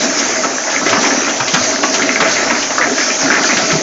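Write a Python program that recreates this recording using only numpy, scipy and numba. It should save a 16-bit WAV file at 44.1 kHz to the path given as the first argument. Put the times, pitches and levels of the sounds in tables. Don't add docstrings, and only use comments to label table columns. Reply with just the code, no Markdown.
import sys
import numpy as np
from scipy import signal
from scipy.fft import rfft, irfft, next_fast_len
from scipy.io import wavfile
from scipy.ndimage import uniform_filter1d
from numba import njit

SR = 44100
rng = np.random.default_rng(int(sys.argv[2]) if len(sys.argv) > 2 else 0)


def inscribe(sig):
    pcm = np.round(np.clip(np.atleast_2d(sig).T, -1, 1) * 32767)
    wavfile.write(sys.argv[1], SR, pcm.astype(np.int16))


def volts_from_decibels(level):
    exponent = np.asarray(level, float) / 20
    return 10 ** exponent


N = 168462


def level(x, db):
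    return x * volts_from_decibels(db) / np.sqrt(np.mean(x ** 2))


def colour_db(table, hz):
    rows = np.array(table, float)
    return np.interp(np.log(np.maximum(hz, 1)), np.log(rows[:, 0]), rows[:, 1])


def curve_db(table):
    return np.interp(np.arange(N) / SR, *np.array(table, float).T)


def band(x, hz, width_hz):
    return signal.lfilter(*signal.iirpeak(hz, hz / width_hz, fs=SR), x)


def walk(rate_hz):
    k = int(SR / rate_hz)
    held = rng.standard_normal(400)[np.arange(N) // k % 400]
    return 1.3 * uniform_filter1d(uniform_filter1d(held, k), k)


def shaped(table, flicker_db, rate_hz, step_oct):
    size = next_fast_len(N)
    hz = np.fft.rfftfreq(size, 1 / SR)
    noise = rfft(rng.standard_normal(size)) * volts_from_decibels(colour_db(table, hz)) * (hz > table[0][0] / 2)
    out = 0
    for centre in np.arange(np.log2(table[0][0]) - 1, np.log2(table[-1][0]) + step_oct, step_oct):
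        part = np.clip(1 - abs(np.log2(hz + 1) - centre) / step_oct, 0, 1)
        out = out + irfft(noise * part, size)[:N] * volts_from_decibels(flicker_db * walk(rate_hz))
    return level(out, 0)


@njit
def rings(n, at_s, hz, t60_s, size):
    out = np.zeros(n)
    for e in range(len(at_s)):
        turn = np.exp(2j * np.pi * hz[e] / SR - np.log(1000) / (t60_s[e] * SR))
        z, i = size[e] + 0j, int(at_s[e] * SR)
        for j in range(max(i, 0), min(n, i + int(t60_s[e] * SR))):
            out[j] += z.imag
            z *= turn
    return out


def bursts(t, table, rise_s, fall_s):
    env = 0
    for start, db in table:
        rise = np.clip((t - start) / rise_s, 0, 1)
        env = env + volts_from_decibels(db) * rise * np.exp(-np.maximum(t - start - rise_s, 0) / fall_s)
    return env


def chatter(t, table, low_hz, high_hz, t60_s):
    taps_per_s, rise_s, fade_s = 500, 0.0037, .016
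    env = 0
    for start, length, db in table:
        rise = np.clip((t - start) / rise_s, 0, 1)
        env = env + volts_from_decibels(db) * rise * np.exp(-np.maximum(t - start - length, 0) / fade_s)
    when, pitch, strength, decay = rng.random((int(taps_per_s * N / SR), 4)).T
    hz = low_hz * (high_hz / low_hz) ** pitch
    taps = rings(N, when * N / SR, hz, t60_s * (0.29 + decay), volts_from_decibels(-1.8 * np.log(strength)))
    return env * level(taps, 0), env


def drops(table, t60_s, gain_db, spread):
    t, db, hz = np.array(table).T[:, :, None]
    g = rng.standard_normal((len(t), 3)) * np.array([0, 1, 1])
    one = np.ones_like(g)
    at_s = t + 0.00824 * abs(g)
    pitch_hz = hz * np.exp(spread * g)
    return rings(N, at_s.ravel(), pitch_hz.ravel(), t60_s * one.ravel(), (volts_from_decibels(db + gain_db) * one).ravel())


# Hz, level in dB.
JET = [(1470, -7.5), (2500, -7.5), (3630, -10), (5970, 1), (6350, 3), (6690, -2), (7280, -8.5),
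       (7600, -22.5)]
# centre in seconds, half width in seconds, swell in dB.
PUFFS = [(.035, 0.028, 5), (.2, 0.012, 3), (.28, 0.11, 1.5), (.72, 0.024, 2), (.93, .02, 1.5),
         (1.034, 0.033, 4), (1.541, 0.0066, 6.5), (1.66, 0.081, 4), (1.95, 0.016, 4), (2.2, .012, -1),
         (2.33, 0.035, 4.5), (2.786, 0.0061, 4.5), (3.03, 0.12, 3), (3.24, 0.042, 2.5), (3.47, 0.016, 3.5),
         (3.71, 0.07, 3.5)]
# time in seconds, level in dB.
SPRAY = [(0, 0.5), (.25, -1), (.45, -3), (.68, -3.5), (.9, 1), (1.3, -0.5), (1.9, -0.5), (2.2, 0.5),
         (2.45, 1.5), (2.75, -0.5), (3.0, 1), (3.3, -1), (3.5, 2.5), (3.82, 2)]


def jet(t):
    jet_db, flutter_db, bands_db = -19, .6, 2.2
    swell_db = sum(db * np.exp(-((t - centre) / width) ** 2) for centre, width, db in PUFFS)
    air = shaped(JET, bands_db, 22.11, step_oct=.15)
    spray = band(air, 3600, width_hz=2600)
    air = air + (volts_from_decibels(curve_db(SPRAY)) - 1) * spray
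    return volts_from_decibels(jet_db + swell_db + flutter_db * walk(24.14)) * air


# Hz, level in dB per Hz.
RATTLE = [(150, -32), (271, 3), (456, -0.5), (635, 4), (945, -8.5), (1590, -1), (2250, -2), (2900, -21.5),
          (4000, -19.5)]


def rattle(load):
    taps_per_s, ring_cycles, scatter_db, rattle_db = 1500, 9.6, 2, -4
    when, pitch, strength = rng.random((int(taps_per_s * N / SR), 3)).T
    hz = 150 * (4000 / 150) ** pitch
    db = colour_db(RATTLE, hz) + 20 * np.log10(hz) - scatter_db * np.log(strength)
    t60_s = ring_cycles / hz * np.log(1000) / 2
    taps = level(rings(N, when * N / SR, hz, t60_s, volts_from_decibels(db)), rattle_db)
    return taps * volts_from_decibels(0.61 * walk(13)) * load


# time in seconds, level in dB.
HEAP = [(0.0, -23), (0.03, -19.5), (0.13, -30.5), (0.25, -24.5), (0.63, -32), (0.97, -23), (1.33, -24.5),
        (1.35, -29), (2.25, -20.5), (2.31, -27), (2.58, -24.5), (2.78, -32), (2.93, -19), (2.96, -35),
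        (3.11, -23), (3.16, -25), (3.29, -22.5), (3.82, -26)]


def heap_swell():
    rest_db = -26
    return curve_db(HEAP) - rest_db


# Hz, width in Hz, level in dB.
DRUM = [(269.8, 72, 6), (344, 97, -1), (643.4, 50, 5), (834, 93, -4)]


def drum(load, load_rest, heap_db):
    drum_db, flutter_db, floor_top_hz = -4.5, 2.6, 400
    shake = rng.standard_normal(N)
    panels = 0
    for hz, width_hz, db in DRUM:
        gain_db = db + heap_db * (hz < floor_top_hz) + flutter_db * walk(16)
        panels = panels + volts_from_decibels(gain_db) * band(band(shake, hz, width_hz), hz, width_hz)
    return level(panels, drum_db) * np.sqrt(load_rest * load)


# Hz, level in dB.
HALL = [(15, -51.5), (25, -14.5), (48, -23.5), (140, -11.5), (249, -10), (300, 1.5), (390, -36),
        (660, -120)]


def hall(load, heap_db):
    hall_db, heap_follow, flutter_db = -16.5, 0.34, 2.6
    return load * volts_from_decibels(hall_db + heap_follow * heap_db) * shaped(HALL, flutter_db, 7.8, step_oct=.5)


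# start in seconds, length in seconds, level in dB.
SPILLS = [(0, 0.37, -26), (0.678, 0.073, -22.5), (0.861, 0.045, -19.5), (0.925, 0.015, -11),
          (1.026, 0.038, -17.5), (1.11, 0.19, -24), (1.57, 0.092, -31), (1.979, 0.13, -25),
          (2.212, 0.033, -19), (2.255, 0.065, -22), (2.353, 0.091, -21.5), (2.459, 0.14, -24),
          (2.809, 0.05, -19), (2.98, 0.043, -18), (3.21, 0.052, -21), (3.301, 0.074, -16),
          (3.489, 0.034, -15.5), (3.572, 0.071, -24.5), (3.695, 0.019, -18)]


def spills(t):
    return chatter(t, SPILLS, low_hz=1320, high_hz=2560, t60_s=0.0087)


# start in seconds, peak in dB, pitch in Hz.
KNOCKS = [(0.1294, -12, 1510), (0.188, -16.5, 2000), (0.2448, -17, 1830), (0.4362, -5, 1326),
          (0.5836, -6.5, 1690), (0.673, -10, 1650), (0.735, -12.5, 1720), (0.7806, -7, 1806),
          (0.815, -8, 1160), (0.8642, -2.5, 1786), (0.9296, -7, 1284), (0.9704, 1, 1527),
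          (1.042, -3.5, 991), (1.1057, -5.5, 1760), (1.281, -8, 1600), (1.396, -11, 870),
          (1.4757, -11, 1975), (1.5374, -9.5, 996), (1.572, -5, 1560), (1.73, -11.5, 1260),
          (1.833, -9.5, 1100),
          (1.9406, -9, 1610), (1.9953, -3, 1654), (2.0198, -4, 2300), (2.0909, -5, 2135),
               (2.158, 1, 1977), (2.2036, -6, 1370), (2.2889, -7.5, 1610), (2.3674, -4, 1755),
               (2.506, -4.5, 1840), (2.624, -9.5, 2390), (2.705, -11, 1490), (2.7813, -1, 1454),
               (2.8136, -3.5, 1890), (2.8987, -13, 1680), (2.9799, -3.5, 1810), (3.0648, -7, 1680),
               (3.1028, -1, 2148), (3.2221, -10.5, 1350), (3.2599, -6, 1720), (3.3022, 3.5, 1590),
               (3.384, -6, 1120), (3.4439, -1, 1690), (3.5083, -4, 2130), (3.569, -4, 1700),
               (3.6428, -13, 1510), (3.7049, -5, 1816)]


def knocks():
    bounces, train_s, t60_s, spread = 11, .026, 0.036, 0.245
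    knock_db, bounce_db, body_hz, body_db = -9.5, -8.5, 480, -6.5
    t, db, hz = np.array(KNOCKS).T[:, :, None]
    u = rng.random((len(t), 4, bounces))
    k = np.arange(bounces)
    first, body = k < 3, k % 4 == 3
    late = np.where(first, 0, u[:, 0] ** 1.5)
    sign = np.where(first, 1, np.sign(u[:, 3] - .5))
    size = volts_from_decibels(db + knock_db + bounce_db * ~first - 4.0 * late + body * body_db) * sign
    pitch_hz = np.where(body, body_hz, hz) * np.exp(spread * (2 * u[:, 2] - 1) * (k > 0))
    ring_s = t60_s * (.5 + u[:, 1]) * np.where(body, 2.5, 1)
    return rings(N, (t + late * train_s).ravel(), pitch_hz.ravel(), ring_s.ravel(), size.ravel())


# start in seconds, peak in dB.
SCUFFS = [(0.19, -14.5), (0.701, -16), (0.8635, -17), (0.8912, -6.5), (1.0685, -14), (1.2925, -12),
          (1.363, -16), (1.4042, -23), (1.478, -7), (1.5373, -3), (1.83, -8), (1.939, -5.5), (2.0185, -11),
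          (2.203, -4.5), (2.274, -13), (2.626, -8.5), (2.7064, -28), (2.9798, -15), (3.4336, -9.5),
          (3.5684, -5), (3.708, -11.5)]


def scuffs(t):
    noise = band(rng.standard_normal(N), 3100, width_hz=2300)
    return volts_from_decibels(-6) * bursts(t, SCUFFS, rise_s=0.002, fall_s=0.016) * level(noise, 0)


# start in seconds, peak in dB, pitch in Hz.
TICKS = [(0.2774, -16, 1892), (0.371, -7, 2010), (0.94, -10, 1430), (0.9483, -11, 1921), (1.0447, -6, 1727),
         (1.0682, -8, 2242), (1.1216, -7, 1700), (1.5368, -14, 1887), (1.8352, -6, 1550),
         (2.0221, -3, 2040), (2.0924, 4, 2110), (2.1587, -1, 2000), (2.2086, -10, 2240),
         (2.2142, -8.1, 1900), (2.3688, -8, 2060), (2.3832, -7, 1744), (2.3881, -10.4, 1820),
         (2.5014, 0, 2220), (2.7831, -0.5, 1630), (2.8122, -0.5, 1950), (2.8262, 1.5, 1765),
         (2.9802, -10, 1900), (3.013, -8, 1660), (3.023, -11, 1735), (3.2615, -6.5, 1740),
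         (3.2798, -9, 1720), (3.3077, -2.3, 1500), (3.3208, -4, 2030), (3.3268, -2, 1799),
         (3.3343, -10, 1729), (3.3412, -4, 1642), (3.3511, -12, 1802), (3.3607, -18, 1870),
         (3.3672, -6, 2022), (3.3941, -3, 1940), (3.417, -5, 1460), (3.4284, -6, 2030), (3.4486, -6, 1410),
         (3.5143, -10, 1970), (3.5706, -13, 2180), (3.5853, -16, 1793), (3.7187, -13, 1770)]


def ticks():
    t60_s, tick_db, neighbour_db, spread = 0.016, -3, -17, .12
    t, db, hz = np.array(TICKS).T[:, :, None]
    g = rng.standard_normal((len(t), 3)) * np.array([0, 1, 1])
    size = volts_from_decibels(db + tick_db + neighbour_db * (g != 0))
    pitch_hz = hz * np.exp(spread * g)
    return rings(N, (t + 0 * g).ravel(), pitch_hz.ravel(), t60_s + 0 * g.ravel(), size.ravel())


# start in seconds, length in seconds, level in dB.
ROLLS = [
    (0.439, 0.014, -17.5),
    (0.864, .13, -19.5),
    (1.013, 0.089, -21.5),
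    (1.819, 0.012, -20.5),
    (2.224, 0.043, -19),
    (2.516, 0.028, -22.5),
    (3.382, 0.056, -27),
    (3.709, 0.047, -20),
]


def rolls(t):
    return chatter(t, ROLLS, low_hz=295, high_hz=811, t60_s=0.026)[0]


# start in seconds, peak in dB.
SLAPS = [(0.44, -4.5), (0.861, -2.5), (1.106, -6), (1.278, -6), (1.399, -1), (1.474, -12), (1.541, 2.5),
         (1.833, -1), (2.2, 1), (2.505, -2.5), (2.702, -6), (3.712, -5)]


def slaps(t):
    hz, width_hz = 1100, 2240
    noise = band(band(rng.standard_normal(N), hz, width_hz), hz, width_hz)
    return volts_from_decibels(-9) * bursts(t, SLAPS, rise_s=.005, fall_s=.009) * level(noise, 0)


# start in seconds, peak in dB, pitch in Hz.
BOOMS = [(0.86, -6, 314), (0.972, -4.5, 225.6), (1.118, -7.5, 738), (1.536, -3, 198), (1.832, -8.5, 396),
         (2.201, -9.5, 261), (2.704, -15.5, 690), (2.79, -7, 687), (3.399, -6.5, 284), (.818, -7, 285),
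         (1.013, -7.5, 285), (1.173, -8, 300), (2.014, -6, 264), (2.131, -15.5, 275), (2.866, -7, 627),
         (2.898, -6.5, 288), (3.222, -8, 676), (3.528, -6.5, 300), (3.583, -6.5, 556)]


def booms():
    return drops(BOOMS, t60_s=0.059, gain_db=-7, spread=0.27)


# start in seconds, peak in dB, pitch in Hz.
THUDS = [(0.951, -28, 164), (1.4, -27, 129.5), (1.533, -16.5, 181), (1.6, -28, 110), (2.217, -18.5, 193),
         (3.226, -23.5, 142.6), (3.563, -20.5, 190), (3.621, -24, 186), (3.723, -12, 170),
         (3.752, -20, 151), (.9, -22, 148)]


def thuds():
    falls = drops(THUDS, t60_s=0.15, gain_db=0, spread=0.17)
    return band(band(falls, 130.0, 160.0), 130.0, 160.0)


def room(x):
    t60_s, room_db, gap_s = .24, -11, .004
    t = np.arange(SR) / SR
    tail = band(rng.standard_normal(SR), 900., 1600.0) * volts_from_decibels(-60 * t / t60_s) * (t > gap_s)
    return signal.fftconvolve(x, tail * volts_from_decibels(room_db) / np.sqrt(np.sum(tail ** 2)))[:N]


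def scene():
    load_rest, load_follow, near_low_hz = volts_from_decibels(-18.5), 0.55, 193
    t = np.arange(N) / SR
    spill, spilling = spills(t)
    load = load_rest + load_follow * uniform_filter1d(spilling, int(0.0057 * SR))
    heap_db = heap_swell()
    hits = spill + knocks() + scuffs(t) + ticks() + rolls(t) + slaps(t) + booms()
    near = jet(t) + rattle(load) + drum(load, load_rest, heap_db) + hits + room(hits)
    near = signal.sosfilt(signal.butter(4, near_low_hz, "high", fs=SR, output="sos"), near)
    mono = near + hall(load, heap_db) + thuds()
    return np.array([mono, mono])


def top_cut(x):
    return signal.sosfilt(signal.butter(12, 8030, fs=SR, output="sos"), x)


def record(dry):
    top_hz, drive = 7540, .97
    soft = np.tanh(drive * dry) / drive
    cut = signal.sosfilt(signal.ellip(14, .3, 95, top_hz, fs=SR, output="sos"), soft)
    return top_cut(np.clip(cut, -1, 1))


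dry = scene()
out = record(dry)
inscribe(out)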